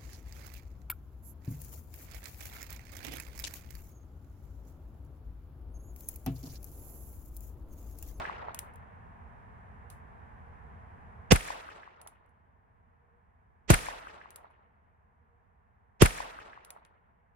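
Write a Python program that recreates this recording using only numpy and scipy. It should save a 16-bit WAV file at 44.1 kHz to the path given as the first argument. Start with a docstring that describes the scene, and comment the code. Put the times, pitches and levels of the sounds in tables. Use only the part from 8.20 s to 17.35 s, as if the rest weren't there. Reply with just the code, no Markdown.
"""A small revolver fires three times on a field, facing a junk pile and bare trees; an earlier shot
is still dying away. Each shot is a crack and a falling thump, answered by the same echoes and the
wash of the woods. After each shot the hammer is cocked with two steel clicks. Distant traffic hums.
The automatic gain drops at the first of the three shots and only creeps back."""
import sys
import numpy as np
from scipy import signal
from scipy.fft import rfft, irfft, next_fast_len
from scipy.io import wavfile

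SR = 44100
rng = np.random.default_rng(int(sys.argv[2]) if len(sys.argv) > 2 else 0)


def put_to_file(sound):
    """Save the sound as 16-bit audio at rate SR, in the file named by the first command-line argument."""
    columns = np.atleast_2d(sound).T  # one column per channel
    safe = np.clip(columns, -1, 1)
    whole_steps = np.round(safe * 32767)
    wavfile.write(sys.argv[1], SR, whole_steps.astype(np.int16))


N = 403515
T = np.arange(2 * SR) / SR   # time since onset [s]
BAND_HZ = 28 * 2 ** (np.arange(19) / 2)   # half octaves
CUTOFF_HZ = 16400
LAG_CYCLES = np.array([[.13], [0]])   # the pressure wave reaches the right microphone first


# (time [s], direct level [dB], near scatter [dB], swell length [s])
SHOT_EVENTS = [(-0.458, 1, 0, .016), (3.1214, -2, -2.5, 0.012), (5.503, -0.5, 3.5, 0.048),
               (7.8209, 0.5, 1.5, 0.023)]
# scatter close to the gun: (frequency [Hz], half-octave level [dB])
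NEAR_SPECTRUM = [(30, -48), (70, -45), (170, -46), (350, -48.5), (700, -39), (1500, -38.5), (2700, -42),
                 (4000, -42.5), (6000, -41.5), (11000, -39), (14000, -49.5), (16500, -64.5)]

def shots(near_t60_s=0.4):
    """Gun and microphone stay put, so every shot gets the same echoes."""
    out = np.zeros((2, N))
    near = junk_pile() + wash(NEAR_SPECTRUM) * decay(near_t60_s)
    far = reflections() + woods()
    body = bark() + from_db(-1.67) * thump()
    for time_s, direct_db, near_db, swell_s in SHOT_EVENTS:
        add(out, time_s, from_db(direct_db) * (crack() + body) + from_db(near_db) * near + far)
        lead_in = swell(swell_s)
        add(out, time_s - lead_in.shape[1] / SR, lead_in)
    return out


# shock front and its spray: (frequency [Hz], half-octave level [dB])
FRONT_SPECTRUM = [(100, -31), (350, -10.5), (700, -14.5), (1500, -17), (2700, -20.5), (3700, -26),
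                  (6000, -25), (10500, -15.5), (14000, -23), (16500, -37.5)]
SPRAY_SPECTRUM = [(100, -40), (350, -31), (700, -27.5), (1500, -22.5), (2700, -23), (3800, -29),
                  (6000, -25), (10500, -24.5), (14000, -28), (16500, -41.5)]

def crack(front_t60_s=0.036, spray_t60_s=0.07, spray_rise_s=0.0075):
    """The shock front, then its spray off the shooter and the ground."""
    front = wash(FRONT_SPECTRUM) * decay(front_t60_s)
    spray = wash(SPRAY_SPECTRUM) * decay(spray_t60_s) * (1 - np.exp(-T / spray_rise_s))
    return front + spray


def thump(rise_s=0.0037, decay_s=0.016, start_hz=500, sweep_s=.003):
    """The pressure wave: low frequencies arrive last, so the swing slows as it dies."""
    cycles = start_hz * sweep_s * np.log1p(T / sweep_s) - LAG_CYCLES
    attack = 1 - np.exp(-(T / rise_s) ** 3)
    return 0.87 * attack * np.exp(-T / decay_s) * np.sin(2 * np.pi * cycles)


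# ring of the blast: (frequency [Hz], level [dB], t60 [s])
BARK_MODES = [(335, -16, 0.043), (505, -17, 0.033), (44.5, -42.5, 0.94)]

def bark(delay_s=0.0042):
    """A hollow ring and a faint deep boom, set off by the pressure wave."""
    t = np.maximum(T - delay_s, 0)
    return sum(from_db(db - 60 * t / t60_s) * np.sin(2 * np.pi * np.maximum(hz * t - LAG_CYCLES, 0))
               for hz, db, t60_s in BARK_MODES)


# lead-in to the crack: (frequency [Hz], half-octave level [dB])
SWELL_SPECTRUM = [(60, -30.5), (150, -28), (250, -33.5), (450, -27), (800, -29.5), (1800, -26),
                  (3000, -23.5), (4000, -30.5), (6000, -24), (8000, -33.5), (10000, -50.5), (16500, -62.5)]

def swell(length_s, unity_length_s=0.039, t60_s=0.039, left_db=-9):
    """Noise swells into the crack, mostly on the right; a shorter swell peaks higher."""
    burst = wash(SWELL_SPECTRUM) * decay(t60_s) * np.exp(-(T / length_s) ** 4)
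    rising = burst[:, :SR // 40][:, ::-1]
    return unity_length_s / length_s * from_db([[left_db], [0]]) * rising


def junk_pile(delay_s=.0388, thump_delay_s=.0285, thump_db=-21):
    """The pile returns a bright tick inside a duller clatter, and a little of the thump."""
    out = roll(delay_s, width_s=.008, level_db=-24.5, hz=1200, octaves=1.4)
    add(out, delay_s, echo(level_db=-18.5, hz=8990, decay_s=.0012))
    add(out, thump_delay_s, from_db(thump_db) * thump())
    return out


# large reflectors: (delay [s], level [dB], centre [Hz])
REFLECTORS = [(0.086, -30.5, 2400), (.163, -29, 1980), (.182, -20.5, 875), (.367, -31.5, 1200),
              (0.51, -36.5, 1590), (.554, -40, 1060), (.741, -39, 860)]

def reflections(tree_lines=3, trunks=14, first_trunk_s=.13, last_trunk_s=0.56):
    """Tree lines roll, large reflectors knock, and trunks answer weaker and duller with distance."""
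    out = sum(roll(0.2434 + line * 0.2256, width_s=0.046, level_db=-49 - 5.5 * line, hz=725, octaves=0.83)
              for line in range(tree_lines))
    for delay_s, level_db, hz in REFLECTORS:
        add(out, delay_s, echo(level_db, hz, decay_s=0.0026))
    places = (np.arange(trunks) + rng.random(trunks)) / trunks
    for delay_s in first_trunk_s + places * (last_trunk_s - first_trunk_s):
        add(out, delay_s, echo(level_db=-35 - 23 * delay_s, hz=2310 / 4 ** delay_s, decay_s=0.0025))
    return out


def echo(level_db, hz, decay_s):
    """A short burst from one reflector; its front rises in one cycle."""
    t = T[:SR // 16]
    burst = noise(bell(hz, octaves=0.42), len(t))
    return from_db(level_db) * burst * np.exp(-t / decay_s) * (1 - np.exp(-t * hz))


def roll(delay_s, width_s, level_db, hz, octaves):
    """The return from a deep, ragged obstacle swells and fades around its delay."""
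    return from_db(level_db) * noise(bell(hz, octaves), len(T)) * np.exp(-((T - delay_s) / width_s) ** 2)


# wash of the woods: (frequency [Hz], half-octave level [dB])
WOODS_SPECTRUM = [(35, -54.5), (100, -62), (220, -59.5), (400, -54), (800, -46.5), (1500, -44),
                  (2500, -45.5), (3500, -47), (5500, -46), (10500, -44), (14000, -52.5), (16500, -74)]
# its decay: (frequency [Hz], t60 [s])
WOODS_DECAY = [(60, 1.2), (400, 1.8), (900, 2), (1800, 1.585), (3000, 1.2), (4000, .95), (6000, .8),
               (10000, 0.65), (16000, 0.6)]

def woods(rise_s=0.1, band_flicker_db=3.0, shared_flicker_db=1.5):
    """Countless trunks scatter the shot back; the air takes the treble first."""
    out = 0
    shared_db = shared_flicker_db * drift(rate_hz=200)
    for hz in BAND_HZ:
        level_db = at_hz(WOODS_SPECTRUM, hz) + shared_db + band_flicker_db * drift(rate_hz=90)
        band = noise(bell(hz, octaves=0.36), len(T))
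        out += band * from_db(level_db) * decay(at_hz(WOODS_DECAY, hz))
    return out * (1 - np.exp(-(T / rise_s) ** 2))


# hammer: (half cock [s], full cock [s], level [dB], relative ring [dB], treble tilt [dB])
HAMMER_COCKINGS = [(.3457, 0.39, -49.5, -20, 7), (3.8147, 3.8738, -44.5, -9, -2),
                   (6.1055, 6.1595, -46.5, -9, 3), (8.4485, 8.5047, -42, -16, -3.5)]
# handling: (time [s], level [dB], treble tilt [dB], relative scatter [dB])
HANDLING_TICKS = [(.5582, -81, 11, -23), (1.7012, -66, 2, -12), (8.6502, -46.5, -30, -28)]

def gun_action(rattle_delay_s=(0.14, .22)):
    """Each cocking is two clicks and a faint rattle of the loose cylinder; the handled gun ticks."""
    out = np.zeros((2, N))
    for half_s, full_s, level_db, ring_db, tilt_db in HAMMER_COCKINGS:
        add(out, half_s, click(level_db - 6, ring_db, tilt_db))
        add(out, full_s, click(level_db, ring_db, tilt_db))
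        for delay_s in rng.uniform(*rattle_delay_s, size=2):
            add(out, full_s + delay_s, click(level_db - 37, ring_db=-5))
    for time_s, level_db, tilt_db, scatter_db in HANDLING_TICKS:
        add(out, time_s, snap(level_db, tilt_db, scatter_db))
    return out


# ring of the gun's steel: (frequency [Hz], relative level [dB], t60 [s])
STEEL_MODES = [(7391, -18.5, .08), (9330, -5.5, .1), (9800, 2, .06), (10050, 3.5, .07), (10700, -10, .08),
               (13800, -17, .07)]

def click(level_db, ring_db, tilt_db=0):
    """Steel meets steel: a snap and a short ring."""
    t = T[:SR // 4]
    ring = sum(from_db(db - 60 * t / t60_s) * np.sin(2 * np.pi * (hz * t + rng.random((2, 1))))
               for hz, db, t60_s in STEEL_MODES)
    return snap(level_db, tilt_db)[:, :len(t)] + from_db(level_db + ring_db) * ring


# contact noise: (frequency [Hz], relative half-octave level [dB])
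SNAP_SPECTRUM = [(100, -38), (1400, -14), (2700, -8.5), (5000, -10.5), (7500, -4.5), (10500, 3),
                 (14000, -5), (17000, -15)]

def snap(level_db, tilt_db, scatter_db=-25, t60_s=0.014, scatter_t60_s=0.2):
    """A dry tick on the gun and its faint scatter from the surroundings."""
    tilted = [(hz, db + tilt_db * hz / CUTOFF_HZ) for hz, db in SNAP_SPECTRUM]
    return from_db(level_db) * wash(tilted) * (decay(t60_s) + from_db(scatter_db) * decay(scatter_t60_s))


# traffic and air: (frequency [Hz], relative density [dB])
ROAD_SPECTRUM = [(15, -42.5), (25, -14.5), (76, 0), (134, -11), (229, -14), (317, -29), (427, -19.5),
                 (545, -25), (659, -17), (988, -15), (1330, -22), (1740, -22), (4250, -57), (10700, -59.5),
                 (16000, -71)]
# swells of the tyre note: (time [s], level [dB])
TYRE_PEAKS = [(2.4, -84), (4.9, -79.5), (7.15, -83)]

def traffic(peak_s=2.6, fade_db_per_s=.5, tyre_hz=474, tyre_width_hz=9, swell_s=0.13, left_db=-1.3):
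    """A far road: the rush peaks and recedes while a faint tyre note comes and goes."""
    t = np.arange(N) / SR
    rush = noise(lambda hz: from_db(at_hz(ROAD_SPECTRUM, hz)), N)
    rush_gain = from_db(-64 - fade_db_per_s * np.abs(t - peak_s))
    tyres = noise(lambda hz: 1 / (1 + ((hz - tyre_hz) / tyre_width_hz) ** 2), N)
    swells = sum(from_db(db) * np.exp(-((t - time_s) / swell_s) ** 2) for time_s, db in TYRE_PEAKS)
    tyre_gain = from_db(-87.5) + swells
    return (rush * rush_gain + tyres * tyre_gain) * from_db([[left_db], [0]])


# stereo image of all noise: (frequency [Hz], left-right correlation [-1..1])
CORRELATION = [(60, 0.7), (130, 0.42), (290, 0.51), (640, -0.3), (1300, -0.52), (2400, 0.41), (7000, -0.37),
               (15000, 0.4)]

def noise(gain_at, size):
    """Stereo noise of a given colour, rms 1."""
    fft_size = next_fast_len(size)
    hz = np.maximum(np.fft.rfftfreq(fft_size, 1 / SR), 1)
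    mid, side = rfft(rng.standard_normal((2, fft_size)))
    correlation = np.clip(at_hz(CORRELATION, hz), -1, 1)
    pair = np.sqrt(1 + correlation) * mid + np.sqrt(1 - correlation) * side * [[1], [-1]]
    x = irfft(pair * gain_at(hz), fft_size)[:, :size]
    return x / np.sqrt(np.mean(x ** 2) + 1e-20)


def wash(spectrum):
    """Steady noise with the given half-octave levels."""
    rms = np.linalg.norm(from_db(at_hz(spectrum, BAND_HZ)))
    return rms * noise(
        lambda hz: from_db(at_hz(spectrum, hz)) * np.sqrt(hz) / np.hypot(hz, BAND_HZ[0]), len(T))


def bell(centre_hz, octaves):
    """Gaussian gain curve over log frequency."""
    return lambda hz: np.exp(-(np.log2(hz / centre_hz) / octaves) ** 2)


def drift(rate_hz):
    """Random wander, spread about 1."""
    return np.interp(T * rate_hz, np.arange(4096), rng.standard_normal(4096))


def decay(t60_s):
    return np.exp(-np.log(1000) * np.minimum(T / t60_s, 10))


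def from_db(db):
    return 10 ** (np.asarray(db) / 20)


def at_hz(points, hz):
    knots_hz, values = np.transpose(points)
    return np.interp(np.log(hz), np.log(knots_hz), values)


def add(out, time_s, sound):
    """Mix a stereo sound in; time_s may be negative."""
    at = round(time_s * SR)
    part = sound[:, max(-at, 0):out.shape[1] - at]
    out[:, max(at, 0):max(at, 0) + part.shape[1]] += part


def scene():
    return shots() + gun_action() + traffic()


def microphone(x, dip_hz=11850, width_hz=1200, dip_db=-11):
    """The microphone port dulls one treble band."""
    notched = signal.lfilter(*signal.iirnotch(dip_hz, dip_hz / width_hz, fs=SR), x)
    return notched + from_db(dip_db) * (x - notched)


def gain_control(x, boost_db=14, threshold_db=-24, attack_s=0.0014, release_db_per_s=0.66):
    """Quiet sound is boosted until a loud one comes; the gain then creeps back."""
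    over_db = 20 * np.log10(np.abs(x).max(axis=0) + 1e-9) - threshold_db
    creep_db = release_db_per_s * np.arange(N) / SR
    cut_db = np.maximum.accumulate(np.clip(over_db, 0, boost_db) + creep_db) - creep_db
    pole = np.exp(-1 / (attack_s * SR))
    return x * from_db(boost_db - signal.lfilter([1 - pole], [1, -pole], cut_db))


def record(dry):
    """Microphone colour, gain control, soft clipping, steep low-pass."""
    ceiling = 0.76
    clipped = ceiling * np.tanh(gain_control(microphone(dry)) / ceiling)
    return signal.sosfilt(signal.cheby2(16, 70, CUTOFF_HZ + 800, fs=SR, output="sos"), clipped)


dry = scene()
out = record(dry)
put_to_file(out)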